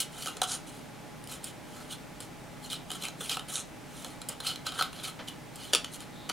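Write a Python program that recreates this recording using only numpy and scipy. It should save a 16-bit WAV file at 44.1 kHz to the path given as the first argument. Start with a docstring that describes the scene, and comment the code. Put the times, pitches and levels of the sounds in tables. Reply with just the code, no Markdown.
"""Air rushes and a fan hums faintly in a quiet room while small folding scissors cut slits into a
hand-held paper disc. From the start, strokes of tiny fibre breaks and blade slips, with snaps and random
crackles, ring the sheet, the cut and the blades. Soft bumps on the grip, then steel ticks, fall among them.
Late on, the handle clacks as the tool is turned in the hand, and the pivot squeaks faintly near the end.
Bursts of noise drive damped resonances for the blows; filtered noise and wavering sines make the room."""
import sys
import numpy as np
from scipy import signal
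from scipy.fft import rfft, irfft
from scipy.io import wavfile

SR = 44100
rng = np.random.default_rng(int(sys.argv[2]) if len(sys.argv) > 2 else 0)


def generate_wav(signal):
    """Clip the signal to [-1, 1] and save it as 16-bit WAV at the path in sys.argv[1]."""
    frames = np.transpose(np.atleast_2d(signal))
    scaled = np.clip(frames, -1, 1) * 32767
    pcm = np.round(scaled).astype(np.int16)
    wavfile.write(sys.argv[1], SR, pcm)


N = 278712
TIME = np.arange(N) / SR
LEFT_RIGHT = np.array([[1], [-1]])   # sign of the side signal in each channel

# strokes of the blades along the paper: crest t/s, length/s, crunch level/dB,
# sheet flex over crunch/dB, glide (blade hiss over crunch)/dB
STROKES = [(0.008, 0.06, -34.5, -13, 2.5), (0.22, 0.27, -47.5, -7.5, 1.5), (0.517, 0.12, -39.5, -2.5, 8),
           (0.681, 0.045, -54, -16, 5.5), (0.743, 0.24, -59, -6, 0.5), (1.32, 0.12, -48.5, -4.5, 3),
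           (1.465, .11, -50, -10, 2), (1.77, .33, -56.5, 0.5, 0.5), (1.92, 0.077, -43.5, -11, -0.5),
           (2.228, .085, -56.5, -13, 4), (2.649, 0.074, -49, -24, 0), (2.726, .085, -40, -19, -4),
           (2.933, .125, -47.5, -3, 0), (3.042, 0.11, -42, -8, -2), (3.251, 0.17, -46, -11, 2),
           (3.317, 0.095, -36, -10, -2.5), (3.498, 0.048, -43, -3.5, 0), (3.556, 0.14, -43.5, -5.5, 9),
           (4.006, 0.36, -54.5, -5, 2), (4.312, 0.062, -49, -1, -3.5), (4.478, 0.13, -36, -10.5, -4.5),
           (4.674, 0.072, -40, -5, -5.5), (4.788, 0.18, -44, -0.5, -3), (4.982, 0.14, -48.5, -4, -4.5),
           (5.043, 0.035, -36, -12, -3.5), (5.076, 0.069, -45, -3, 0), (5.284, 0.031, -41.5, -22, -3.5),
           (5.637, 0.28, -50, -12, -3), (5.94, .06, -49, -10, 6), (6.014, 0.064, -50.5, -3, -3)]
# bands in which sheet, cut and blades sound, one row each: low f/Hz, high f/Hz (capped at 0.45 SR)
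RANGES = [(330, 2200), (2150, 7300), (5400, 45000)]


def from_db(db):
    """Decibels to gain."""
    return 10 ** (np.asarray(db) / 20)


def rms_one(x):
    """Scale to unit power."""
    return x / np.sqrt(np.mean(x ** 2) + 1e-20)


def at_hz(points, hz):
    """Read a table on a log-frequency axis."""
    table_hz, values = np.transpose(points)
    return np.interp(np.log(hz + 1e-9), np.log(table_hz), values)


def drift(rate_hz):
    """Smooth random motion of spread 1: noise rolled off above the rate."""
    hz = np.arange(N // 2 + 1) * SR / N
    return rms_one(irfft(rfft(rng.standard_normal(N)) / (1 + (hz / rate_hz) ** 2), N))


def band(x, low_hz, high_hz):
    """Causal band-pass."""
    edges = [low_hz, min(high_hz, .45 * SR)]
    return signal.sosfilt(signal.butter(2, edges, "band", fs=SR, output="sos"), x)


def low_pass(x, top_hz):
    """Soften the treble without delay."""
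    return signal.sosfiltfilt(signal.butter(2, top_hz, fs=SR, output="sos"), x)


def mode_responses(modes, limits, size=2048):
    """One damped ring per resonance, wider ones dying sooner; together they have unit power gain."""
    t = TIME[:size]
    rings = []
    for k, (hz, width_hz, db) in enumerate(modes):
        decay = width_hz * np.exp(-np.pi * width_hz * t)
        rings.append((-1) ** k * from_db(db) * decay * np.cos(2 * np.pi * hz * t))
    rings = band(rings, *limits)
    return rings / np.linalg.norm(rings.sum(axis=0))


def body(force, modes, limits):
    """A force rings all the resonances of one part."""
    return signal.fftconvolve(force, mode_responses(modes, limits).sum(axis=0))[:N]


def touched_body(force, modes, limits, favoured_hz, reach, lift, scatter_db, slips_per_s=110):
    """Resonances near a moving pitch are favoured, while chance keeps sharing the force out anew."""
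    rings = mode_responses(modes, limits)
    octave_like = np.log(np.array(modes)[:, :1] / favoured_hz)   # natural-log distance from the pitch
    shares = 1 + lift * np.exp(-(octave_like / reach) ** 2)
    chance = from_db(scatter_db * rng.standard_normal((len(modes), 1024)))
    shares = shares * [np.interp(TIME * slips_per_s, np.arange(len(row)), row) for row in chance]
    power = np.sum(rings ** 2, axis=1)
    shares = shares / np.sqrt(power @ shares ** 2 / power.sum())   # colour changes, loudness stays
    return signal.oaconvolve(force * shares, rings, axes=1).sum(axis=0)[:N]


def bursts(rows, size=2500):
    """Each blow is a dense, briefly fading cluster of contacts; one force per level column."""
    force = np.zeros((len(rows[0]) - 2, N + size))
    for s, length, *levels_db in rows:
        at = int(np.clip(s * SR, 0, N))
        contacts = rng.choice([-1, 1], (len(force), size)) * np.exp(-(TIME[:size] / length) ** 2)
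        force[:, at:at + size] += from_db(levels_db)[:, None] * contacts
    return force[:, :N]


def room_noise(level_db):
    """Steady rush of air: shaped noise, more alike on both sides above the bass."""
    # colour of the air: f/Hz, relative level per Hz/dB
    air = [(20, -13.5), (50, -4.5), (85, -10), (130, -1), (175, -2.5), (210, -3), (300, -2), (370, -8.5),
           (800, -9.5), (1100, -14.5), (2200, -17.5), (4500, -24.5), (9800, -28), (16000, -37)]
    # likeness of the two sides: f/Hz, likeness/0-1
    likeness = [(40, 0), (130, 0.12), (300, 0.26), (600, 0.29), (1200, 0.69), (4000, 0.75), (14000, 0.68)]
    hz = np.arange(N // 2 + 1) * SR / N
    mid, side = rfft(rng.standard_normal((2, N)))
    alike = at_hz(likeness, hz)
    sides = np.sqrt(1 + alike) * mid + np.sqrt(1 - alike) * side * LEFT_RIGHT
    return from_db(level_db) * rms_one(irfft(sides * from_db(at_hz(air, hz)), N))


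def fan(waver_db, wander_rad):
    """Hum lines: sines that waver in level and phase."""
    # steady lines of the fan: f/Hz, rms level before the waver/dB
    lines = [(119, -65), (151, -58.5), (178, -63), (254, -61), (312, -70.5), (425, -68.5), (602, -65.5),
             (834.5, -61), (2030, -71.5), (2315, -72.5)]
    hum = np.zeros(N)
    for hz, db in lines:
        level = np.sqrt(2) * from_db(db + waver_db * drift(2.4))
        hum += level * np.sin(2 * np.pi * hz * TIME + wander_rad * drift(1.75))
    return hum


def stroke_contour():
    """Strength and glide in dB, passing in straight lines from each stroke to the next."""
    crest, _, level_db, _, glide_db = np.transpose(sorted(STROKES))
    return np.interp(TIME, crest, level_db), np.interp(TIME, crest, glide_db)


def pressure():
    """Force on sheet, cut and edge: swells and fades as the blades close."""
    rise = 0.44   # part of a stroke spent building up pressure
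    power = np.zeros((3, N))
    for crest, length, level_db, flex_db, glide_db in STROKES:
        swell = np.interp(TIME, crest + length * np.array([-rise, 0, 1 - rise]), [0, 1, 0])
        on = swell > 0
        gains = from_db(level_db + np.array([flex_db, 0, glide_db]))
        power[:, on] += np.outer(gains, swell[on]) ** 2
    return np.sqrt(power)


def fibres(per_s, spread_db):
    """Fibres break at random moments; a positive spread makes a few large, a negative one a few small."""
    sizes = from_db(spread_db * np.minimum(rng.exponential(1, N), 4))
    return rms_one(sizes * rng.choice([-1, 1], N) * (rng.random(N) < per_s / SR))


def stick_slip(per_s, jitter, release_s, glide, count=2000):
    """The blade catches and lets go at uneven intervals, over a steady glide."""
    at = (np.cumsum(np.exp(jitter * rng.standard_normal(count))) / per_s * SR).astype(int)
    slips = np.bincount(np.minimum(at, N), rng.uniform(0.088, 1, count), N + 1)[:N]
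    return rms_one(glide + signal.lfilter([1], [1, -np.exp(-1 / (release_s * SR))], slips))


def strokes(force):
    """Under pressure the blades catch and slip, and fibres break."""
    catching = stick_slip(per_s=125, jitter=.45, release_s=0.0033, glide=0.66)
    flex = catching * fibres(per_s=3000, spread_db=6.0)
    crunch = catching * fibres(per_s=6500, spread_db=1.5)
    edge = catching ** 1.4 * fibres(per_s=12000, spread_db=-2.5)   # denser, more even grains on steel
    return force * [flex, crunch, edge]


def snaps(bite, glide_db, count=600):
    """Loud paper snaps and random small crackles; crackles grow with the bite of the blades."""
    # the loudest snaps of the paper: t/s, length/s, crunch level/dB, sheet flex over crunch/dB
    loud_snaps = [(0.002, 0.0055, -25, -18), (0.2225, 0.0043, -36.5, -15), (0.259, 0.0018, -32, -2),
                  (0.2665, 0.0024, -36, -4), (0.272, 0.0021, -34.5, 2), (0.281, 0.01, -41, -0.5),
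                  (0.3675, 0.0055, -43, 2), (0.4163, 0.0041, -26, 1.5), (0.4305, 0.014, -34.5, 2),
                  (2.70, 0.01, -40.5, -20), (2.73, 0.0034, -30.5, -12), (2.9035, 0.0022, -34, -2),
                  (2.9154, 0.0023, -32.5, -7), (3.0225, 0.0029, -33, -16), (3.036, 0.0026, -35, -4),
                  (3.053, 0.0017, -31.5, -10), (3.084, 0.0022, -32.5, -8), (3.206, 0.014, -40.5, -1),
                  (3.2945, 0.0055, -30, -17), (3.315, 0.0013, -36, -6), (3.369, 0.0032, -32, 4),
                  (3.394, .0027, -36.5, -6), (3.483, .0036, -46, -8), (3.555, 0.0025, -31, -22),
                  (4.0455, 0.0022, -34.5, -5), (4.216, 0.0029, -35.5, -6.5), (4.402, 0.0058, -34, -3),
                  (4.466, 0.0099, -28.5, -17), (4.558, 0.002, -32, -14), (4.6655, 0.0048, -27, -6),
                  (4.719, 0.0053, -37.5, -3), (4.79, 0.013, -31.5, 0.5), (4.809, 0.0035, -26, 1),
                  (4.823, .0024, -22, -2), (4.8295, .003, -37, 5), (4.929, 0.0022, -39, -6)]
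    crackles_per_s, crackle_s, crackle_flex_db = 65, 0.0018, -6
    crackle_db, crackle_spread_db = 3, 2   # over the bite
    glide_smooths = 1   # dB of crackle lost per dB of positive glide
    snap_edge_db = -2   # a snap rings the blades less than the stroke around it
    s = np.cumsum(rng.exponential(1 / crackles_per_s, count))
    bite_db = 20 * np.log10(bite + 1e-9) - glide_smooths * np.maximum(glide_db, 0)
    levels_db = np.interp(s, TIME, bite_db) + crackle_db + crackle_spread_db * rng.standard_normal(count)
    crackles = [(at, crackle_s, db, crackle_flex_db) for at, db in zip(s, levels_db) if at < TIME[-1]]
    rows = []
    for at, length, db, flex_db in list(loud_snaps) + crackles:
        edge_db = db + snap_edge_db + glide_db[int(at * SR)]
        rows.append((at, length, db + flex_db, db, edge_db))
    return bursts(rows)


def sheet(force, level_db, glide_db):
    """The flexing sheet favours higher resonances in harder strokes and lower ones in gliding strokes."""
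    # resonances of the flexing sheet: f/Hz, width/Hz, relative level/dB
    flex_modes = [(460, 160, -6.5), (754, 53, 2), (1073, 190, -2.5), (1300, 120, 3.5), (1523, 144, 2)]
    octaves = 2 * (level_db + 45) - 2.2 * glide_db   # a harder stroke stiffens the sheet
    return touched_body(force, flex_modes, RANGES[0], 790 * 2 ** octaves, reach=0.23, lift=.9, scatter_db=2.5)


def cut(force, glide_db):
    """A gliding stroke crunches higher, and the place of the cut moves along the blade."""
    # resonances that colour the crunch: f/Hz, width/Hz, relative level/dB
    crunch_modes = [(2420, 480, -8.5), (2834, 130, -4), (3130, 270, 1), (3520, 360, -5), (3650, 230, -4),
                    (4050, 290, -1), (4198, 206, -1), (4970, 510, -11.5)]
    octaves = 0.5 * glide_db + 0.14 * drift(3)
    return touched_body(force, crunch_modes, RANGES[1], 4070 * 2 ** octaves,
                        reach=0.08, lift=0.77, scatter_db=5)


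def blades(force, glide_db):
    """The more freely the blades glide, the higher the rings they favour and the softer their top."""
    # resonances of the thin blades: f/Hz, width/Hz, relative level/dB
    edge_modes = [(5680, 850, -2.5), (6500, 610, 2), (7130, 770, 0.5), (8350, 780, 0.5), (9030, 740, 1.5),
                  (10050, 750, 0.5), (11440, 1040, -5), (14800, 2500, -14.5)]
    full_glide_db, glide_top_hz = 8, 10900   # a freely gliding blade loses the finest, highest grit
    edge_hz = 9630 * 2 ** (0.7 * glide_db)
    gritty = touched_body(force, edge_modes, RANGES[2], edge_hz, reach=0.071, lift=0.52, scatter_db=2.0)
    soft = low_pass(gritty, glide_top_hz)
    return gritty + np.clip(glide_db / full_glide_db, 0, 1) ** 2 * (soft - gritty)


def cutting():
    """Strokes and snaps flex the sheet, crunch at the cut and ring the blades."""
    force = pressure()
    level_db, glide_db = stroke_contour()
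    flex, crunch, edge = strokes(force) + snaps(force[1], glide_db)
    return sheet(flex, level_db, glide_db) + cut(crunch, glide_db) + blades(edge, glide_db)


def bumps():
    """Soft bumps of the hand ring the low, damped resonances of the grip."""
    # bumps of the hand: t/s, length/s, level/dB
    touches = [(0.4165, 0.025, -41), (2.204, 0.0076, -44), (4.046, 0.034, -48), (4.29, 0.025, -43),
               (5.1905, 0.029, -40), (6.296, 0.013, -35)]
    # resonances of the grip: f/Hz, width/Hz, relative level/dB
    grip_modes = [(245, 67, 0.5), (510, 106, 0.5), (790, 220, 2), (1120, 260, 0), (1480, 210, 1),
                  (2260, 990, -10.5), (3000, 240, -1), (4300, 1600, -10)]
    return body(bursts(touches)[0], grip_modes, (180, 5000))


def ticks():
    """The steel blades tick against each other and ring brightly."""
    # contacts of the blades: t/s, length/s, level/dB
    contacts = [(1.239, 0.0025, -42.5), (1.2735, 0.0011, -32.5), (1.442, 0.0053, -31),
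                (2.203, 0.0065, -37.5), (4.2868, 0.0068, -28), (5.557, 0.0045, -38.5),
                (6.0045, 0.0027, -38.5)]
    # resonances of the struck steel: f/Hz, width/Hz, relative level/dB
    steel = [(3130, 280, -5), (4000, 250, -8), (4960, 320, -5), (6000, 240, -12), (6800, 250, -7),
             (7250, 130, -2), (7750, 790, -3), (9430, 480, 1.5), (10900, 420, -4), (12100, 500, -10),
             (13700, 310, -11), (15300, 450, -15)]
    return body(bursts(contacts)[0], steel, (2200, 16000))


def clacks():
    """The handle parts scrape, clack and rebound, ringing the handle."""
    # blows between the handle parts: t/s, length/s, level/dB
    blows = [(5.7275, 0.0089, -38), (5.7328, 0.0077, -17), (5.7486, 0.0017, -11), (5.756, 0.0024, -21),
             (5.844, 0.0039, -30.5), (6.291, 0.0071, -33.5), (6.296, 0.0037, -25.5)]
    # resonances of the handle: f/Hz, width/Hz, relative level/dB
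    handle = [(457, 210, -4), (960, 180, -9), (1235, 140, 0), (1920, 970, -5.5), (2650, 360, 0),
              (3170, 300, 5), (3570, 280, 1), (3900, 310, -3.5), (4630, 390, -1.5), (5840, 420, -2),
              (6700, 580, -5.5), (7200, 390, -4), (9230, 850, -5.5), (10900, 930, -10), (14500, 3300, -22)]
    return body(bursts(blows)[0], handle, (260, 17000))


def squeak():
    """The pivot squeaks faintly: rubbing noise rings a single resonance."""
    # swell of the rubbing: t/s, level/dB
    swell = [(6.11, -71), (6.14, -59), (6.22, -55.5), (6.27, -56), (6.3, -75)]
    level_db = np.interp(TIME, *np.transpose(swell), left=-120, right=-120)
    rubbing = from_db(level_db) * rng.standard_normal(N)
    return body(rubbing, [(3720, 280, 0)], (3000, 4800))   # f/Hz, width/Hz, level/dB


def room(x, wet_db, side_db, first_echo_s, size=16000):
    """A short diffuse tail, nearly alike on both sides; its treble dies first."""
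    t60_s, treble_t60_s = 0.24, 0.15
    t = TIME[:size]
    noise = rng.standard_normal((2, size))
    dull = low_pass(noise, 6500)
    tails = dull * from_db(-60 * t / t60_s) + (noise - dull) * from_db(-60 * t / treble_t60_s)
    tails = tails * np.clip(t / first_echo_s - 1, 0, 1)   # silent up to the first echo
    mid, side = (signal.fftconvolve(x, tail / np.linalg.norm(tail))[:N] for tail in tails)
    return x + from_db(wet_db) * (mid + from_db(side_db) * side * LEFT_RIGHT)


def scene():
    """Scissors and paper in the room, over air and fan; everything leans just right of centre."""
    close = cutting() + bumps() + ticks() + clacks() + squeak()
    heard = room(close, wet_db=-6.5, side_db=-13, first_echo_s=0.00091)
    background = room_noise(level_db=-46.5) + fan(waver_db=2.0, wander_rad=1.0)
    return (heard + background) * from_db([[-.25], [.25]])


def record(dry):
    """The top is cut steeply above 15.9 kHz."""
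    return signal.sosfilt(signal.ellip(12, .2, 80, 15900, fs=SR, output="sos"), dry)


dry = scene()
out = record(dry)
generate_wav(out)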